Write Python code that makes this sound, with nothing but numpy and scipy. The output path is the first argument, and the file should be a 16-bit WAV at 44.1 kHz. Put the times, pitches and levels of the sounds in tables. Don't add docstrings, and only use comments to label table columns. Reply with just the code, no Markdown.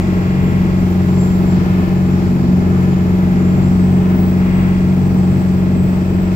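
import sys
import numpy as np
from scipy import signal
from scipy.fft import rfft, irfft, next_fast_len
from scipy.io import wavfile
from scipy.ndimage import uniform_filter1d

SR = 44100
rng = np.random.default_rng(int(sys.argv[2]) if len(sys.argv) > 2 else 0)


def master_out(mix):
    frames = np.transpose(np.atleast_2d(mix))
    ceiling = np.clip(frames, -1, 1)
    pcm = np.round(ceiling * 32767).astype(np.int16)
    wavfile.write(sys.argv[1], SR, pcm)


def level_to_linear(level):
    exponent = np.asarray(level, float) / 20
    return 10 ** exponent


N = 280035
TIME = np.arange(N) / SR

# time_s, firing_hz
FIRING_SPEED = [
    (0.0, 183.3),
    (1.4, 183.07),
    (3.05, 182.76),
    (3.6, 183.27),
    (4.7, 183.98),
    (5.9, 184.43),
    (6.35, 184.2),
]
# time_s, firing_boom_db
ENGINE_LOAD = [(0.0, -15.5), (0.85, -15), (1.3, -12.5), (1.95, -13.5), (2.3, -14), (3.2, -13), (3.45, -12),
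               (3.85, -11), (4.2, -12.5), (5.5, -13.5), (6.35, -15)]
# time_s, blade_tone_hz
BLADE_TONE = [(0.0, 7314), (0.6, 7421), (1.65, 7428), (2.6, 7232), (2.9, 7212), (3.28, 7170), (3.74, 7671),
              (3.98, 7820), (4.2, 7848), (4.6, 7833), (5.05, 7780), (5.6, 7762), (6.0, 7705), (6.35, 7685)]
# centre_s, half_length_s, level_db
BLADE_FLARES = [(0.46, 0.066, -47), (0.77, 0.054, -55), (1.23, .14, -41.5), (1.52, .06, -47),
                (2.05, 0.13, -52), (2.3, .06, -52), (2.86, 0.19, -53), (3.45, .08, -51), (3.72, 0.22, -47),
                (4.25, 0.091, -58), (4.58, .08, -53), (5.17, .05, -53), (5.4, .1, -52), (5.88, 0.15, -49.5),
                (6.22, .1, -51)]
# centre_s, half_length_s, level_db
BLADE_OCTAVE_FLARES = [(0.98, .12, -51), (1.38, .1, -54), (1.72, .1, -59), (2.1, .05, -55), (2.8, .12, -57),
                       (3.55, .15, -56), (4.22, .12, -42), (4.65, .15, -53), (5.0, .1, -53),
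                       (5.28, .15, -52), (5.6, .1, -54), (5.83, .1, -49), (6.2, .1, -54)]
# centre_s, half_length_s, rumble_db, hiss_db,
# roof_boom_db
ROAD_PATCHES = [(0.5, 0.11, 2.5, .3, 2), (1.4, 0.43, 1, 1.5, 0.5), (2.0, 0.091, -1, -0.5, 0),
                (2.45, 0.11, 1.5, -1, 1), (2.83, 0.088, 0.5, 0.5, 3.5), (3.12, .1, -0.5, 0.5, -7),
                (3.35, 0.07, -0.5, 0, 3.5), (3.62, 0.091, 1, 0.5, 4.5), (4.1, .1, 0, 0, -4.5),
                (5.37, .07, 3, 0.5, 5.5), (5.8, 0.059, 1.5, -1, 3.5), (6.1, .12, -0.5, 0, -6),
                (6.35, 0.035, -5, 3.5, 0)]
WEAK_ORDERS = (2, 3, 7, 9, 11, 12, 13, 14, 15, 16, 17, 18, 20, 24, 25, 26, 27, 28, 29)
# level_db (re firing boom), left_minus_right_db
WEAK_ORDER_LEVELS = [(-16.5, 0.5), (-28.5, 4), (-30.5, 1.5), (-20, 2.5), (-28, 5.5), (-27.5, -6), (-34, 1),
                     (-18, 4.5), (-17, 2), (-26, 6.5), (-30.5, 9), (-21.5, 2.5), (-27, 2), (-31, 7),
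                     (-34.5, 9.5), (-35, 2), (-28.5, 9.5), (-32, 7), (-33.5, 6)]
# order (waves per engine cycle), level_db (per order)
CLATTER_SPECTRUM = [(19, -50.5), (23, -58.5), (30, -56), (33, -54), (39, -55.5), (47, -54), (52, -64),
                    (59, -58), (66, -62), (73, -58), (90, -60), (108, -60), (125, -67.5), (160, -74)]
# freq_hz, density_db (per Hz)
RUMBLE_SPECTRUM = [(6, -22.5), (35, -5), (60, -7), (80, -0.5), (115, -3.5), (160, 1.5), (215, -3),
                   (250, -1), (290, -11.5), (340, -8), (420, -10.5), (500, -20.5), (800, -20.5),
                   (1100, -39)]
# freq_hz, density_db (per Hz)
HISS_SPECTRUM = [(410, -36), (700, -7.5), (808, -2), (932, -7), (1320, -6.5), (1550, -11.5), (2030, -12.5),
                 (2470, -16.5), (3520, -22), (4870, -20.5), (6650, -27.5), (7580, -25), (8410, -35),
                 (15100, -29.5), (15700, -29)]
# freq_hz, width_hz, level_db
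CAB_RINGS = [(1310, 21, 1), (1463, 36, 2), (1690, 41, 9), (1770, 36, -8.5), (2060, 69, 0.5), (2183, 44, 2),
             (2376, 69, -8.5), (2470, 60, -0.5), (2890, 39, 2), (3250, 82, 3), (4180, 200, -1.5),
             (8650, 150, 4), (9630, 70, -1.5), (11300, 150, -3.5)]
# freq_hz, likeness (0-1), left_minus_right_db, left_lead (samples)
PHONE_PORTS = [(40, 1, -2, -1), (91.5, 1, 1, 4.5), (200, 0.79, 0, 3), (296, 0.76, 4, 0.5),
               (427, 0.94, -1.5, 11), (700, 0.28, 3, -3.5), (1210, 0.35, 1, 12.5), (1750, 0.74, 0, 14.5),
               (2700, 0.27, -1, 20), (5030, 0.01, -4, 15.5), (8000, 0.03, 3.5, 21), (12000, 0.3, 1, 18.5),
               (15500, .2, 10, 19.5)]


def curve(table):
    time_s, *columns = np.transpose(table)
    return [np.interp(TIME, time_s, column) for column in columns]


def walk(rate):
    hop = 16
    k = int(SR / hop / rate)
    steps = np.repeat(rng.standard_normal(N // hop // k + 2), k)
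    smooth = uniform_filter1d(uniform_filter1d(steps, k), k)
    return 1.18 * np.interp(TIME, np.arange(len(steps)) * hop / SR, smooth)


def flares(rows, rest_db):
    power = level_to_linear(rest_db) ** 2
    for centre_s, half_s, db in rows:
        power = power + level_to_linear(db) ** 2 * np.exp(-2 * ((TIME - centre_s) / half_s) ** 2)
    return 10 * np.log10(power)


def tone(phase, db, pan_db, lag):
    left = level_to_linear(pan_db / 2) * np.cos(phase + lag / 2)
    right = level_to_linear(-pan_db / 2) * np.cos(phase - lag / 2)
    return np.sqrt(2) * level_to_linear(db) * np.array([left, right])


def port_noise(spectrum, flicker_db, flicker_rate):
    size = next_fast_len(N)
    hz = np.arange(1, size // 2 + 2) * SR / size
    port_hz, *columns = np.transpose(PHONE_PORTS)
    like, pan_db, lead = (np.interp(np.log(hz), np.log(port_hz), column) for column in columns)
    like = np.clip(like, 0, 1)

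    shared, left, right = rfft(rng.standard_normal((3, size)))
    turn = np.exp(1j * np.pi * hz * lead / SR)
    pair = np.array([shared * turn, shared / turn]) * np.sqrt(like)
    pair += np.array([left, right]) * np.sqrt(1 - like)

    spectrum_hz, spectrum_db = np.transpose(spectrum)
    db = np.interp(np.log(hz), np.log(spectrum_hz), spectrum_db, -120, -120)
    for ring_hz, width_hz, ring_db in CAB_RINGS:
        db += ring_db * np.exp(-((hz - ring_hz) / width_hz) ** 2)
    pair = pair * level_to_linear(db + np.array([pan_db, -pan_db]) / 2)

    out = 0
    place = 2 * np.log(np.maximum(hz, 55))
    lowest = int(2 * np.log(max(spectrum_hz[0], 55)))
    highest = int(2 * np.log(spectrum_hz[-1])) + 1
    for band in range(lowest, highest + 1):
        share = np.clip(1 - abs(place - band), 0, 1)
        band_noise = irfft(pair * np.sqrt(share), size)[:, :N]
        out = out + band_noise * level_to_linear(flicker_db * walk(flicker_rate))
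    return out / np.sqrt(np.mean(out ** 2))


def patches():
    return sum(np.array(db)[:, None] * np.exp(-((TIME - centre_s) / half_s) ** 2)
               for centre_s, half_s, *db in ROAD_PATCHES)


def road(cycle, pull_db):
    rough_rumble_db, rough_hiss_db, _ = patches()
    rumble_db = -22.5 + 0.14 * pull_db + rough_rumble_db
    hiss_db = -35.5 + 0.22 * pull_db - 0.25 * TIME + rough_hiss_db
    throb = np.cos(cycle) + 0.7 * np.cos(3 * cycle) + 0.6 * np.cos(8 * cycle)
    rumble = level_to_linear(rumble_db + 3.0) * port_noise(RUMBLE_SPECTRUM, 1.3, 12)
    hiss = level_to_linear(hiss_db + 2.5 + 0.5 * throb) * port_noise(HISS_SPECTRUM, 0.93, 10)
    return rumble + hiss


def wheels():
    tread_hz = 134.8
    return tone(2 * np.pi * tread_hz * TIME + 1.36 * walk(3), -36.5 + 2.5 * walk(4.6), 3, 0.16)


def driveline(cycle):
    peak_s, swell_s, swell_db = 3.4, 1.8, 9
    gear = 32 / 3
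    hum_db = -36.5 + swell_db * np.exp(-((TIME - peak_s) / swell_s) ** 2)
    hum_db += 1.5 * patches()[0]
    return tone(gear * cycle + 0.4 * walk(3), hum_db + 2.6 * walk(9.9), 1.5, 0.2)


def duct():
    blade_hz, = curve(BLADE_TONE)
    duct_hz, wakes_hz, span_hz = 7585, 7810, 130
    wake_db = -6 * ((blade_hz - wakes_hz) / span_hz) ** 2
    phase = 2 * np.pi * np.cumsum(duct_hz + 12 * walk(13)) / SR
    return tone(phase, -55.5 + wake_db + 3 * walk(12), 2.5, 2.4)


def turbo(cycle):
    blade_hz, = curve(BLADE_TONE)
    tone_db = flares(BLADE_FLARES, rest_db=-60)
    octave_db = flares(BLADE_OCTAVE_FLARES, rest_db=-61)
    wavering_hz = uniform_filter1d(blade_hz, SR // 6) + 6 * walk(60)
    phase = 2 * np.pi * np.cumsum(wavering_hz) / SR
    out = tone(phase, tone_db - 2.5 + 2.5 * walk(30), 4, 1.4)
    out += tone(2 * phase + 0.8 * walk(120), octave_db - 6 + 2.5 * walk(28), 13, 0.7)

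    firing, firing_hz, resonance_hz = 8 * cycle, 183, 7450
    for shift, db in [(-1, -55.5), (0.99, -58.0)]:
        resonance_db = -10 * ((blade_hz + shift * firing_hz - resonance_hz) / 250) ** 2
        out += tone(phase + shift * firing, db + resonance_db + 3 * walk(4.2), 2.5, 2.3)
    blur_db = -53 - 5 * ((blade_hz - resonance_hz) / 330) ** 2 + 2 * walk(2.8)
    blur = level_to_linear(blur_db) * np.array([walk(700), 0.92 * walk(700)]) * np.cos(phase)

    gust_db = -55 + 0.014 * (blade_hz - 7500) + 5.0 * walk(45)
    octave_blur = level_to_linear(gust_db) * np.array([walk(600), 0.2 * walk(600)]) * np.cos(2 * phase)
    return out + blur + octave_blur


def clatter(cycle):
    first, last = round(CLATTER_SPECTRUM[0][0]), round(CLATTER_SPECTRUM[-1][0])
    orders = np.setdiff1d(np.arange(first, last + 1), WEAK_ORDERS)
    chance = rng.standard_normal((8, len(orders)))
    db = np.interp(orders, *np.transpose(CLATTER_SPECTRUM)) + 1.5 * chance[0]
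    pan_db = 2 + 3.5 * chance[1]
    spread = np.clip((orders - 5) / 18, 0, 3)
    size = 2 ** 16
    place = (cycle * size / (2 * np.pi)).astype(int) % size

    out = 0
    drifting = [(chance[2:4], 1), (chance[4:6], 0.2 * walk(2.62)), (chance[6:8], 1.23 * walk(2.53))]
    for (knock_turn, port_turn), weight in drifting:
        left_phase = spread * knock_turn
        right_phase = left_phase + 1.28 * port_turn - 0.055 * orders
        lines = np.zeros((2, size // 2 + 1), complex)
        lines[0, orders] = level_to_linear(db + pan_db / 2) * np.exp(1j * left_phase)
        lines[1, orders] = level_to_linear(db - pan_db / 2) * np.exp(1j * right_phase)
        shape = irfft(lines, size) * size / np.sqrt(2)
        out = out + weight * shape[:, place]
    return out


def engine(cycle, boom_db, half_db, three_db):
    crest, lag_per_order = -1.0, 0.026
    firing, half, three = 8, 4, 6
    boom_lag = three * lag_per_order
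    out = tone(firing * cycle + crest, boom_db + 0.5 * walk(25), 0.6, firing * lag_per_order)
    out += tone(half * cycle + crest, half_db + walk(14), 3.4, boom_lag)
    ahead = 0.9
    out += tone(three * cycle + crest + ahead, three_db + walk(14), 5.4, boom_lag)

    for order, (db, pan_db) in zip(WEAK_ORDERS, WEAK_ORDER_LEVELS):
        slip = 0.2 * walk(5)
        turn = np.pi * (order > 16.5) + 0.024 * order * rng.standard_normal()
        phase = order * cycle + crest + turn + slip
        out += tone(phase, boom_db.mean() + db + 1.06 * walk(4), pan_db, order * lag_per_order)
    return out


def scene():
    firing_hz, = curve(FIRING_SPEED)
    boom_db, = curve(ENGINE_LOAD)
    pull_db = boom_db - boom_db.mean()
    cycle = 2 * np.pi * np.cumsum(firing_hz / 8) / SR
    half_db = -20.5 + 0.39 * pull_db
    three_db = -22.5 + 0.3 * pull_db + patches()[2]

    background = road(cycle, pull_db) + wheels() + driveline(cycle)
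    whistles = duct() + turbo(cycle)
    return background + whistles + clatter(cycle) + engine(cycle, boom_db, half_db, three_db)


def band_limit(x):
    return signal.sosfilt(signal.butter(12, 17000, fs=SR, output="sos"), x)


def record(dry):
    ceiling = 1.2
    rounded = ceiling * np.tanh(dry / ceiling)
    top_cut = signal.ellip(14, 0.3, 60, 15745, fs=SR, output="sos")
    mix = signal.sosfilt(top_cut, rounded)
    return band_limit(mix)


dry = scene()
out = record(dry)
master_out(out)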